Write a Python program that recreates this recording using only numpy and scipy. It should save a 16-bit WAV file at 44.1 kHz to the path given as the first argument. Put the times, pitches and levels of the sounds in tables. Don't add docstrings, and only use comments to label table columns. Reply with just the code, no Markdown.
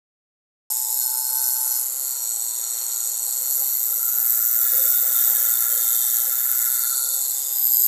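import sys
import numpy as np
from scipy import signal
from scipy.fft import rfft, irfft, next_fast_len
from scipy.io import wavfile
from scipy.ndimage import uniform_filter1d

SR = 44100
rng = np.random.default_rng(int(sys.argv[2]) if len(sys.argv) > 2 else 0)


def volts(x):
    e = np.asarray(x, float) / 20
    return 10 ** e


def unload_wav(signal):
    wavfile.write(
        sys.argv[1],
        SR,
        np.round(np.clip(np.atleast_2d(signal).T, -1, 1) * 32767).astype(np.int16),
    )


N = 347067
T = np.arange(N) / SR

# (from [s], to [s])
ALWAYS = (0, 9)
FRONT = (0, 1.85)
FRONT_CLOSE = (1.25, 1.9)
BETWEEN = (2, 4.05)
RISING = (3.4, 9)
REAR = (4.1, 7)
SWEEP = (6.7, 7.3)
AWAY = (7.3, 9)
# (frequency [Hz], density [dB per Hz])
HISS = [(1180, -61), (2000, -47), (3350, -35.5), (4300, -7.5), (4800, -10.5), (5950, -12), (7130, 6.5),
        (8320, -3), (10200, -18.5), (11500, 8.5), (12300, -3), (15600, -14)]


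def curve(rows):
    s, *columns = np.transpose(rows)
    return [np.interp(T, s, column) for column in columns]


def unit(x):
    return x / np.sqrt(np.mean(x ** 2))


def walk(rate):
    hold = int(SR / rate)
    steps = np.repeat(rng.standard_normal(N // hold + 1), hold)
    return 1.43 * uniform_filter1d(uniform_filter1d(steps, hold), hold)[:N]


def ring(x, hz, width, order=2):
    band = [hz - width / 2, hz + width / 2]
    return unit(signal.sosfilt(signal.butter(order, band, "band", fs=SR, output="sos"), x))


def sliding(force, centre, width, order):
    carrier = np.exp(2j * np.pi * np.cumsum(curve(centre)[0]) / SR)
    lowpass = signal.butter(order, width / 2, fs=SR, output="sos")
    return unit((signal.sosfilt(lowpass, force / carrier) * carrier).real)


def colour(x, points):
    hz, db = np.transpose(points)
    size = next_fast_len(N)
    log_hz = np.log(np.arange(size // 2 + 1) * SR / size + 1)
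    gain = volts(np.interp(log_hz, np.log(hz), db))
    return unit(irfft(rfft(x, size) * gain, size)[:N])


def toward_phone(start, end, fade_s):
    return np.clip(np.minimum(T - start, end - T) / fade_s + .5, 0, 1)


def facing(force, rings, fade_s, flicker_db, order=2):
    out = 0
    for hz, width, db, (start, end) in rings:
        gain = toward_phone(start, end, fade_s) ** 2 * volts(db + flicker_db * walk(9))
        out = out + gain * ring(force, hz, width, order)
    return out


def spells(rows, fade_s, flicker_db):
    power = sum(volts(2 * db) * toward_phone(start, end, fade_s) for start, end, db in rows)
    return np.sqrt(power) * volts(flicker_db * walk(10))


def turning(hz, wobble):
    return np.cumsum(hz * (1 + wobble * walk(9))) / SR


def orders(turns, lines):
    return sum(volts(db + 1.84 * walk(12)) * np.sqrt(2) * np.sin(2 * np.pi * k * turns) for k, db in lines)


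def scrape(turns, scrapes, scatter_db, jitter, rise_ms, fall_ms, rub_db):
    rasp = np.zeros(N)
    for share, db in scrapes:
        count = np.arange(1, int(turns[-1]) + 1)
        late, louder = rng.standard_normal((len(count), 2)).T
        contact = np.searchsorted(turns[:-1], count + share + jitter * late)
        rasp[contact] += volts(db + scatter_db * louder)
    for ms in (rise_ms, fall_ms):
        rasp = signal.lfilter([1], [1, -np.exp(-1000 / ms / SR)], rasp)
    return unit((unit(rasp) + volts(rub_db)) * rng.standard_normal(N))


def scrape_hiss(force):
    grit = np.sign(rng.standard_normal(N))
    return colour(force * grit, HISS)


def hand_distance():
    # (time [s], rear motor level [dB], front motor level [dB])
    near = [(.7, -28, -26), (1.25, -27.5, -27.5), (1.7, -28.5, -25), (1.9, -32.5, -26), (2.3, -27.5, -27.5),
            (3, -27, -29.5), (3.5, -27, -25), (4, -28.5, -28), (4.4, -27.5, -25.5), (5, -27, -25.5),
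            (5.7, -26, -28), (6.4, -28.5, -27), (6.8, -27.5, -25.5), (7.1, -27, -26), (7.87, -26.5, -24)]
    return [volts(db + 1.0 * walk(8)) for db in curve(near)]


def rear_shaft():
    # (time [s], shaft speed [turns per s])
    speed = [(.7, 56.7), (2.5, 57.6), (3.5, 57.6), (7, 59.4), (7.87, 59.6)]
    return turning(curve(speed)[0], wobble=.002)


def rear_bearing(turns):
    # (share of the turn [0-1], strength [dB])
    scrapes = [(0, -6.5), (.22, -17), (.49, -5.5), (.8, -21)]
    return scrape(turns, scrapes, scatter_db=0.5, jitter=0.0031, rise_ms=0.68, fall_ms=0.86, rub_db=-14.5)


def rear_motor(force):
    rings = [ (6863, 320, -7, ALWAYS), (7370, 370, -8.5, ALWAYS), (7953, 405, -4, ALWAYS),
             (8236, 296, -7.5, ALWAYS), (8750, 190, -23, BETWEEN), (9300, 170, -12, (1.45, 4.14)),
             (9150, 200, -14, SWEEP), (8584, 420, -18, AWAY), (5820, 110, -23, FRONT),
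             (12300, 330, -10, (2.8, 4.6)), (8900, 140, -6, (9.8, 9)), (5530, 140, -20, REAR),
             (4980, 190, -12.5, AWAY), (3642, 114, -27, ALWAYS), (3608, 104, -20, (4.52, 7.7)),
             (3953, 166, -25.5, ALWAYS), (10550, 210, -7, (3.88, 7.2)), (11430, 300, -2.5, REAR),
             (12250, 310, -3, REAR), (808.6, 58, -30.5, ALWAYS)]
    # (time [s], centre [Hz])
    cowl_hz = [(2, 5730), (3.7, 5830), (4.5, 5966), (6.6, 5960), (7.2, 5740)]
    # (from [s], to [s], level against the motor [dB])
    cowl = [(2, 4.05, -13.5), (4.05, 5.7, -12.5), (5.7, 7, -13.5), (7, 7.45, -17)]
    out = facing(force, rings, fade_s=0.37, flicker_db=1.0)
    out = out + volts(-8.0) * scrape_hiss(force)
    return out + spells(cowl, .3, 0.84) * sliding(force, cowl_hz, width=150, order=2)


def front_shaft():
    # (from [s], shaft speed [turns per s], hunting [turns per s])
    ways = [(0, 126.5, .2), (1.93, 134.8, .5), (3.9, 136.8, .4), (4.1, 132.6, .7), (5.55, 139, .7),
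            (6.16, 137.3, .8), (6.46, 133.9, .6), (7.14, 138.6, 1), (7.45, 139.6, .8)]
    s, hz, hunt_hz = np.transpose(ways)
    settle_s, hunt_per_s = .1, 9
    now = np.searchsorted(s, T, "right") - 1
    speed = uniform_filter1d(hz[now], int(settle_s * SR)) + hunt_hz[now] * walk(hunt_per_s)
    return turning(speed, wobble=.001)


def front_bearing(turns):
    # (share of the turn [0-1], strength [dB])
    scrapes = [(0, 6), (.5, -10.5)]
    return scrape(turns, scrapes, scatter_db=0.0, jitter=0.0049, rise_ms=0.55, fall_ms=0.88, rub_db=-11.5)


def front_motor(force):
    rings = [ (11600, 560, 0, (0, 1.95)), (10880, 300, -7, (0, 2.1)), (10950, 340, -15, (1, 2.24)),
             (11630, 120, -10.5, FRONT_CLOSE), (8910, 350, -6, FRONT), (5250, 150, -15, FRONT),
             (5960, 160, -13, FRONT_CLOSE), (14600, 1400, -10, (0, 1.96)), (14500, 900, -19, (7.3, 9)),
             (859, 89, -27, FRONT), (11450, 210, -12.5, BETWEEN), (11880, 270, -14, BETWEEN),
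             (11620, 380, -3, (6.88, 7.4)), (11580, 860, -1.5, (3.37, 6.85)), (11800, 650, -1.5, (7.4, 9)),
             (11150, 640, -12, RISING), (4310, 450, -13.5, SWEEP), (4425, 140, -19, (5.3, 6.3)),
             (10340, 540, -13, (5.9, 7.6)), (13600, 880, -15, ALWAYS), (9940, 960, -21.5, ALWAYS),
             (15050, 460, -19, RISING)]
    return facing(force, rings, fade_s=0.36, flicker_db=0.76, order=3) + volts(-2.5) * scrape_hiss(force)


def can_ring(rear, front):
    # (time [s], centre [Hz])
    centre = [(3.3, 12500), (4.2, 13170), (5.6, 13020), (6.75, 13050), (7.1, 12750), (7.45, 12750),
              (7.87, 12950)]
    # (from [s], to [s], level [dB])
    can = [(0, 1.8, -39), (1.9, 3.45, -37), (3.5, 4.5, -25.5), (4.2, 6.92, -26), (6.95, 6, -43),
           (7.4, 7.3, -28), (7.65, 9, -18)]
    return spells(can, 0.33, 1.0) * sliding(rear + 0.53 * front, centre, width=560, order=4)


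def shaft_ring(rear, front):
    # (time [s], centre [Hz])
    centre = [(4, 14600), (4.6, 14500), (5.5, 14480), (6.2, 14650), (6.8, 14380)]
    # (from [s], to [s], level [dB])
    shaft = [(3.5, 3.95, -35), (4.22, 4.6, -25.5), (4.6, 5.55, -22), (5.55, 6.72, -30), (0, 9, -48)]
    return spells(shaft, 0.31, 1.0) * sliding(front + 0.18 * rear, centre, width=580, order=4)


def front_buzz(turns):
    rings = [(4320, 70, -47, (0.89, 1.87)), (4300, 187, -44, (1.99, 3.9)), (5190, 100, -45, FRONT),
             (1554, 110, -54, (0.94, 1.88)), (1462, 75, -53, REAR), (3160, 100, -54.5, (5.1, 6.3)),
             (4420, 300, -44, (6.7, 7.18)), (4220, 420, -43, (7.14, 7.4)), (5830, 100, -44.5, FRONT),
             (1450, 74, -57.5, (6.2, 7.15)), (3340, 460, -59, AWAY), (2830, 2300, -60.5, REAR),
             (5770, 63, -49, BETWEEN)]
    # (frequency [Hz], density [dB per Hz])
    bed = [(500, -50), (1000, -8), (2300, -4), (3300, 0), (5500, 1), (6500, -10)]
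    count = 56
    knocks = unit(np.sin((2 * count + 1) * np.pi * turns) / (np.sin(np.pi * turns) + 1e-9))
    knocks = knocks * volts(1.8 * walk(90))
    out = facing(knocks, rings, fade_s=.2, flicker_db=1.5)
    return out + volts(-55.5 + 2.1 * walk(6)) * colour(knocks, bed)


def commutator_whine(turns):
    # (from [s], to [s], level [dB])
    whine = [(0, 1.757, -45), (1.95, 4.18, -60.5), (5.3, 5.6, -64), (5.6, 7.1, -66), (6.5, 7.17, -57.5),
             (0, 9, -70)]
    return spells(whine, 0.25, 1.0) * orders(turns, [(7, 0)])


def rear_hum(turns):
    return orders(turns, [(7, -71), (9, -64), (13, -69.0), (14, -62.5), (18, -70.5)])


def shudders():
    # (time [s], level [dB])
    swells = [(.92, -57), (1.14, -65), (3.44, -47), (3.64, -48), (3.84, -62), (3.96, -50), (4.2, -52),
              (4.36, -64), (4.58, -46), (4.76, -37.5), (4.86, -35.5), (5.08, -41), (5.31, -47), (5.43, -49),
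              (5.75, -39), (5.97, -48), (6.25, -41), (6.709, -59), (7.1, -49)]
    swell_s, hum_db = 0.055, -55.5
    return volts(hum_db) + sum(volts(db) * np.exp(-((T - s) / swell_s) ** 2) for s, db in swells)


def hull_on_stand(rear):
    rings = [ (1375, 95, -4.5, ALWAYS), (1696, 79, -8.5, REAR), (2020, 66, -13.5, REAR),
             (2088, 104, -12, REAR), (2060, 77, -6.5, (3.37, 4.02))]
    # (from [s], to [s], level [dB])
    hull = [(0, 0.62, -40), (1.05, 1.75, -50.5), (1.9, 6, -54.5), (3.95, 7.15, -40.5), (7.15, 9, -66)]
    shake = volts(1.46 * walk(40)) * (rng.standard_normal(N) + 0.32 * rear)
    drone = spells(hull, 0.18, 0.87) * facing(shake, rings, fade_s=0.46, flicker_db=1.2)
    return drone + shudders() * volts(-8.5) * ring(shake, 516.7, 33.3)


def room():
    # (frequency [Hz], density [dB per Hz])
    tone = [(15, -47), (25, -17), (48, -45), (194, -22), (452, -9.5), (512, -11), (579, -8.5), (806, -12.5),
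            (1010, -6.5), (2090, -8), (2310, -12), (3500, -8.5), (4550, -54), (7700, -120)]
    return volts(-53 + 1.6 * walk(3.8)) * colour(rng.standard_normal(N), tone)


def narrow_dips(x):
    # (frequency [Hz], width [Hz])
    dips = [(1640, 60), (1860, 70), (2340, 150), (2830, 160), (3390, 150), (4170, 130), (4820, 150),
            (5650, 100), (6420, 200), (7110, 130), (10800, 220), (12270, 260)]
    for hz, width in dips:
        depth = np.clip(.88 + .25 * walk(6), 0, 1)
        x = x - depth * signal.lfilter(*signal.iirpeak(hz, hz / width, fs=SR), x)
    return x


def scene():
    rear_gain, front_gain = hand_distance()
    rear_turns, front_turns = rear_shaft(), front_shaft()
    rear, front = rear_bearing(rear_turns), front_bearing(front_turns)
    out = rear_gain * rear_motor(rear) + front_gain * front_motor(front)
    out += can_ring(rear, front) + shaft_ring(rear, front)
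    out += front_buzz(front_turns) + commutator_whine(front_turns)
    out += rear_hum(rear_turns)
    out += hull_on_stand(rear)
    out += room()
    return narrow_dips(out)[None]


def band_limit(x):
    return signal.sosfilt(signal.butter(12, 15730, fs=SR, output="sos"), x)


def record(dry):
    # (time [s], level [dB])
    ticks = [(4.993, -60), (5.512, -60)]
    start_s, tick_s = .7012, 0.00084
    on = np.clip((T - start_s) / 0.00033, 0, 1)
    x = signal.sosfilt(signal.butter(2, 160, "high", fs=SR, output="sos"), dry * on)
    x = signal.sosfilt(signal.ellip(8, .2, 24, 15490, fs=SR, output="sos"), x)
    x = x + volts(-89.5) * on * ring(rng.standard_normal(N), 70, 130)
    for s, db in ticks:
        x = x + volts(db) * np.exp(-((T - s) / tick_s) ** 2)
    return band_limit(x)


dry = scene()
out = record(dry)
unload_wav(out)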